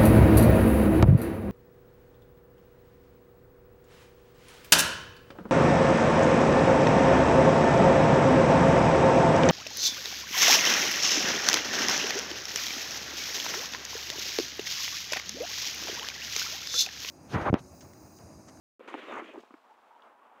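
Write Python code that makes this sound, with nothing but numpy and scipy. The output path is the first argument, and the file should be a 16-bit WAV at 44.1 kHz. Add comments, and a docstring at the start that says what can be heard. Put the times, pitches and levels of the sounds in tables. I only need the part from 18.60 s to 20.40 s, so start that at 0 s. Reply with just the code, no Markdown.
"""An open paddock, where cattle toss hay. A few close sweeps of rustling, made of dense tiny slips,
carry dull knocks, one sharp snap and the gliding rasps of stalks sliding over each other.
Loose stalks crackle as they settle, and a hoof thuds twice on the litter.
Light wind stays behind, with a few ticks of straw and one faint far click."""
import sys
import numpy as np
from scipy import signal
from scipy.fft import rfft, irfft
from scipy.io import wavfile
from scipy.ndimage import uniform_filter1d

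SR = 44100
rng = np.random.default_rng(int(sys.argv[2]) if len(sys.argv) > 2 else 0)


def dump_mix(stems):
    """Bounce the given channels to the path in sys.argv[1] as a 16-bit WAV at rate SR."""
    frames = np.atleast_2d(stems).T  # one column per channel
    limited = np.clip(frames, -1, 1)  # hard clip at full scale
    pcm = np.round(limited * 32767).astype(np.int16)
    wavfile.write(sys.argv[1], SR, pcm)


N = 79380

# The dull low body of hay and earth. Each row: frequency in Hz, relative level in dB.
BODY_COLOUR = [(30, -7), (80, -19), (125, 5), (165, -2.5), (250, -4.5), (320, 3), (490, -1), (700, -9.5),
               (1100, -37.5), (2500, -53.5)]
# The midrange scrape of straw. Each row: frequency in Hz, relative level in dB.
SCRAPE_COLOUR = [(200, -29.5), (550, -3), (870, -2.5), (1030, 1), (1200, 2), (1400, -0.5), (1600, -4),
                 (1950, -7), (2700, -16.5), (4500, -60.5)]
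SLIPS_PER_S, SLIP_SPREAD_DB = 5000, 2


def undb(db):
    """Decibels to gain."""
    return 10 ** (np.asarray(db) / 20)


def unit(x):
    """Scale to rms 1."""
    return x / np.sqrt(np.mean(x ** 2))


def response(points):
    """Minimum-phase impulse response of an (Hz, dB) spectrum."""
    size = 4096
    hz, db = np.array(points).T
    bin_hz = np.maximum(np.fft.rfftfreq(size, 1 / SR), 1)
    gain = undb(np.interp(np.log(bin_hz), np.log(hz), db))
    cepstrum = irfft(np.log(gain))
    cepstrum[1:size // 2] *= 2
    cepstrum[size // 2 + 1:] = 0
    return irfft(np.exp(rfft(cepstrum)))


def colour(x, points):
    """Ring a signal through a spectrum, at rms 1."""
    return unit(signal.fftconvolve(x, response(points))[:N])


def curve(rows):
    """Gain that follows (s, dB) points."""
    return undb(np.interp(np.arange(N) / SR, *np.array(rows).T))


def walk(rate_hz):
    """A smooth random wobble, at rms 1."""
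    span = int(SR / rate_hz)
    return unit(uniform_filter1d(uniform_filter1d(rng.standard_normal(N), span), span))


def grains(per_s, spread_db):
    """Random tiny impulses, a few much larger than the rest."""
    size = undb(spread_db * np.minimum(rng.exponential(size=N), 5))
    return (rng.random(N) < per_s / SR) * size * rng.choice([-1, 1], N)


def since(start):
    """Seconds since a moment, zero before it."""
    return np.maximum(np.arange(N) / SR - start, 0)


def decay(age, t60):
    """A fade of 60 dB every t60 seconds."""
    return np.exp(-np.log(1000) * age / t60)


def ring(age, hz, t60):
    """One fading mode."""
    return np.sin(2 * np.pi * hz * age) * decay(age, t60)


def band(hz, width_hz):
    """A band of noise whose centre may move, at about rms 1."""
    phase = 2 * np.pi * np.cumsum(hz * np.ones(N)) / SR
    return walk(width_hz) * np.sin(phase) + walk(width_hz) * np.cos(phase)


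def glides(rows, width_hz):
    """Narrow bands of noise that swell, slide in pitch and fade."""
    out = 0
    for start, length, first_hz, last_hz, db in rows:
        progress = np.minimum(since(start) / length, 1)
        centre_hz = first_hz + (last_hz - first_hz) * progress
        out += undb(db) * np.sin(np.pi * progress) * band(centre_hz, width_hz)
    return out


def bursts(rows, points, rise_s, t60):
    """Short dying puffs of noise in one colour."""
    envelope = sum(undb(db) * np.minimum(since(start) / rise_s, 1) * decay(since(start), t60)
                   for start, db in rows)
    return envelope * colour(rng.standard_normal(N), points)


def wind(flicker_db=1.5, hiss_db=-85):
    """Light wind: a flickering rush and hollow, gliding swells over a thin steady hiss."""
    # The strength of the breeze. Each row: time in seconds, level in dB.
    strength = [(.2, -61), (.87, -62), (1.02, -60.5), (1.12, -59.5), (1.22, -60.5), (1.37, -60),
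                (1.48, -57), (1.6, -59), (1.8, -57)]
    # Its soft tone. Each row: frequency in Hz, relative level in dB.
    wind_colour = [(30, -9), (110, -5), (170, -10), (260, -11), (420, -9), (650, -4.5), (900, -0.5),
                   (1300, -6.5), (1900, -16), (3200, -24.5), (4400, -36), (8000, -42), (15500, -54.5)]
    # Hollow swells. Each row: start and length in seconds, first and last pitch in Hz, level in dB.
    soughs = [(.99, 0.092, 952, 1011, -65.5), (1.09, 0.053, 860, 881, -57), (1.23, 0.072, 909, 773, -62),
              (1.285, 0.11, 869, 964, -57.5), (1.38, 0.11, 820, 1080, -65.5), (1.5, .075, 873, 927, -57),
              (1.57, .11, 962, 1317, -62.5), (1.665, 0.098, 825, 792, -61)]
    rush = undb(flicker_db * walk(33)) * colour(rng.standard_normal(N), wind_colour)
    hiss = undb(hiss_db) * rng.standard_normal(N)
    return curve(strength) * rush + glides(soughs, width_hz=176) + hiss


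def knocks(overtone_ratio=2.53, overtone_db=-15, grit_db=-21.5, rise_s=0.00017):
    """Soft contacts in the hay: a damped low mode, an overtone and a little grit."""
    # Dull bumps. Each row: start in seconds, level in dB, pitch in Hz, 60 dB decay time in seconds.
    bumps = [(.195, -39.5, 364, 0.019), (.208, -38.5, 506, 0.031), (.277, -37.5, 290, 0.0096),
             (.336, -50, 268, 0.011), (0.3435, -24.5, 311, 0.016), (.3475, -30.5, 843, 0.026),
             (.353, -35, 616, 0.018), (0.3505, -28, 346, 0.029), (0.393, -34, 456, 0.017),
             (.429, -38, 333, 0.017), (.484, -38, 640, 0.035), (.496, -33.5, 558, 0.041),
             (.526, -31, 370, 0.0072), (0.5622, -35, 442, 0.039), (.575, -32, 920, 0.047),
             (.589, -27, 494, 0.015), (.598, -33.5, 717, 0.019), (0.621, -34.5, 329, 0.038),
             (.69, -41, 630, 0.043), (.699, -38, 312, 0.015), (.745, -34.5, 480, 0.012),
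             (.758, -33.5, 860, 0.018), (.778, -33, 355, 0.028), (0.834, -38.5, 387, 0.0085),
             (.8365, -44.5, 826, 0.02)]
    grit = undb(grit_db) * colour(grains(SLIPS_PER_S, SLIP_SPREAD_DB), SCRAPE_COLOUR)
    out = 0
    for start, db, hz, t60 in bumps:
        age = since(start)
        attack = 1 - np.exp(-age / rise_s)
        tone = ring(age, hz, t60) + undb(overtone_db) * ring(age, hz * overtone_ratio, t60 / 2)
        out += undb(db) * attack * (tone + grit * decay(age, t60))
    return out


def rustle(flutter_db=0.84):
    """Tossed hay swells, holds and dies; its tiny slips sound as body, scrape, crisp edge and hiss."""
    # Sweeps of hay. Each row: start, rise, hold and 20 dB fall time in seconds, body level in dB,
    # then scrape, crisp edge and hiss in dB relative to the body.
    sweeps = [(0.197, 0.0049, 0.062, 0.55, -54, -6.5, -11, -37),
              (0.275, 0.0024, 0.01, 0.0936, -51.5, 5, 2, -15),
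              (0.319, 0.0051, 0.016, 0.35, -47.5, -17, -5, -27),
              (0.373, 0.0065, 0.065, 0.19, -55.5, 3.5, 1, -18.5),
              (0.464, 0.022, 0.024, 0.19, -45, -4, -8.5, -29),
              (0.497, 0.027, 0.084, 0.0371, -43, 2, -15, -32),
              (0.614, 0.03, 0.053, 0.1, -53.5, -7, -3, -22),
              (0.729, 0.0088, 0.057, 0.0265, -46, -11, -39, -48)]
    # The crisp edge and the hiss above it. Each row: frequency in Hz, relative level in dB.
    crisp_colour = [(700, -29.5), (1700, 2), (2400, 2.5), (2900, 0.5), (3550, -6.5), (4100, -15.5),
                    (5000, -30), (9000, -62.5)]
    hiss_colour = [(2500, -29), (4200, 8.5), (5300, 2), (6700, 5.5), (8500, -6), (11000, -7), (15500, -32)]
    colours = (BODY_COLOUR, SCRAPE_COLOUR, crisp_colour, hiss_colour)
    powers = np.zeros((4, N))
    for start, rise, hold, fall, db, *upper_db in sweeps:
        attack = np.minimum(since(start) / rise, 1)
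        envelope = attack * undb(db - 20 * since(start + rise + hold) / fall)
        powers += (undb([0, *upper_db])[:, None] * envelope) ** 2
    flutter = undb(flutter_db * walk(100))
    return flutter * sum(np.sqrt(power) * colour(grains(SLIPS_PER_S, SLIP_SPREAD_DB), points)
                         for power, points in zip(powers, colours))


def straw():
    """Dry stalks crack in the sweeps and crackle as they settle; a few tick in the wind."""
    # The crackle of settling stalks. Each row: time in seconds, level in dB.
    settling = [(.2, -83), (.3, -72), (.48, -67), (.56, -82), (.64, -72), (.75, -72.5), (.808, -66),
                (.85, -72.5), (.92, -74.5), (1.05, -77.5), (1.25, -78.5), (1.4, -80.5), (1.8, -98)]
    # Single cracks, then small ticks. Each row: start in seconds, level in dB.
    crack_hits = [(.285, -67), (.298, -63), (.34, -65), (.52, -61), (.536, -60), (.549, -69), (.557, -58.5),
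                  (.572, -65), (.58, -63), (.588, -66), (.595, -71), (.696, -76), (.736, -66), (.761, -75),
                  (.798, -73), (.804, -69)]
    tick_hits = [(1.104, -68), (1.308, -66), (1.353, -63), (1.395, -43.5), (1.524, -62)]
    # The bright crackle and the thinner cracks. Each row: frequency in Hz, relative level in dB.
    crackle_colour = [(1000, -27), (2500, 6.5), (4000, 1), (5500, -5.5), (7500, -8.5), (11000, -21.5),
                      (15500, -19.5)]
    crack_colour = [(3000, -27), (5800, -3), (6550, 7), (7200, 0), (8300, -2.5), (11000, -22), (15500, -30)]
    crackle = curve(settling) * colour(grains(per_s=6100, spread_db=3.5), crackle_colour)
    cracks = bursts(crack_hits, crack_colour, rise_s=0.0016, t60=0.034)
    ticks = bursts(tick_hits, SCRAPE_COLOUR, rise_s=0.0041, t60=0.017)
    return crackle + cracks + ticks


def snap(start_s=0.3411, level_db=-23):
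    """One sharp, dry snap: a single impulse ringing in the midrange."""
    # The tone of the snap. Each row: frequency in Hz, relative level in dB.
    snap_colour = [(30, -36), (150, -12), (300, -33), (800, 17), (1200, 9.5), (1800, 1), (3000, -1.5),
                   (4300, -84), (15000, -75)]
    pulse = response(snap_colour)
    pulse /= np.abs(pulse).max()
    return undb(level_db) * np.pad(pulse, (int(start_s * SR), N))[:N]


def rasps():
    """Stalks sliding over each other rasp in a narrow gliding band."""
    # Slides. Each row: start and length in seconds, first and last pitch in Hz, level in dB.
    slides = [(.35, 0.075, 3600, 3960, -63.5), (.405, 0.038, 3250, 3330, -58.5),
              (.47, 0.067, 3780, 3420, -60), (.512, .028, 3600, 3400, -58.5),
              (.565, 0.0584, 3350, 2940, -60.5), (.585, 0.025, 2000, 2166, -50.5),
              (.655, 0.059, 3300, 3200, -62), (.65, 0.11, 2600, 2504, -60.5)]
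    return glides(slides, width_hz=215)


def hoof(rise_s=0.0036, t60=0.025, grit_db=-9, earth_db=-7):
    """A hoof sinks into the litter: a short low thud, dull earth and a little crunch of straw."""
    # Each row is a step: start in seconds, thud level in dB, thud and crunch pitch in Hz, crunch in dB.
    steps = [(0.9052, -47.5, 261, 1203, -50), (.938, -39, 292, 2050, -62)]
    out = 0
    for start, db, hz, crunch_hz, crunch_db in steps:
        age = since(start)
        press = np.minimum(age / rise_s, 1) * decay(since(start + rise_s), t60)
        grit = undb(grit_db) * colour(rng.standard_normal(N), SCRAPE_COLOUR)
        earth = undb(earth_db) * colour(rng.standard_normal(N), BODY_COLOUR)
        thud = np.sin(2 * np.pi * hz * age) + grit + earth
        crunch = band(crunch_hz, width_hz=450)
        out += press * (undb(db) * thud + undb(crunch_db) * crunch)
    return out


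def click(start_s=1.4215, level_db=-52, rise_s=0.00043):
    """A faint click far off: four bright modes that die at once."""
    # Each row is a mode: pitch in Hz, relative level in dB, 60 dB decay time in seconds.
    modes = [(2950, -1.5, 0.018), (3310, 1.5, 0.018), (3520, -4, 0.011), (4500, -10, 0.011)]
    age = since(start_s)
    attack = 1 - np.exp(-age / rise_s)
    return undb(level_db) * attack * sum(undb(db) * ring(age, hz, t60) for hz, db, t60 in modes)


def scene():
    """Hay and hoof close by, wind and the click behind, in mono."""
    return (wind() + knocks() + rustle() + straw() + snap() + rasps() + hoof() + click())[None]


def record(dry, open_s=0.195, low_cut_hz=229.6, high_cut_hz=15650):
    """The sound opens after a moment of silence, with the bass and the very top cut steeply."""
    low_cut = signal.ellip(3, 1, 22, low_cut_hz, "high", fs=SR, output="sos")
    high_cut = signal.ellip(10, .2, 70, high_cut_hz, fs=SR, output="sos")
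    opened = dry * (since(open_s) > 0)
    return signal.sosfilt(high_cut, signal.sosfilt(low_cut, opened))


dry = scene()
out = record(dry)
dump_mix(out)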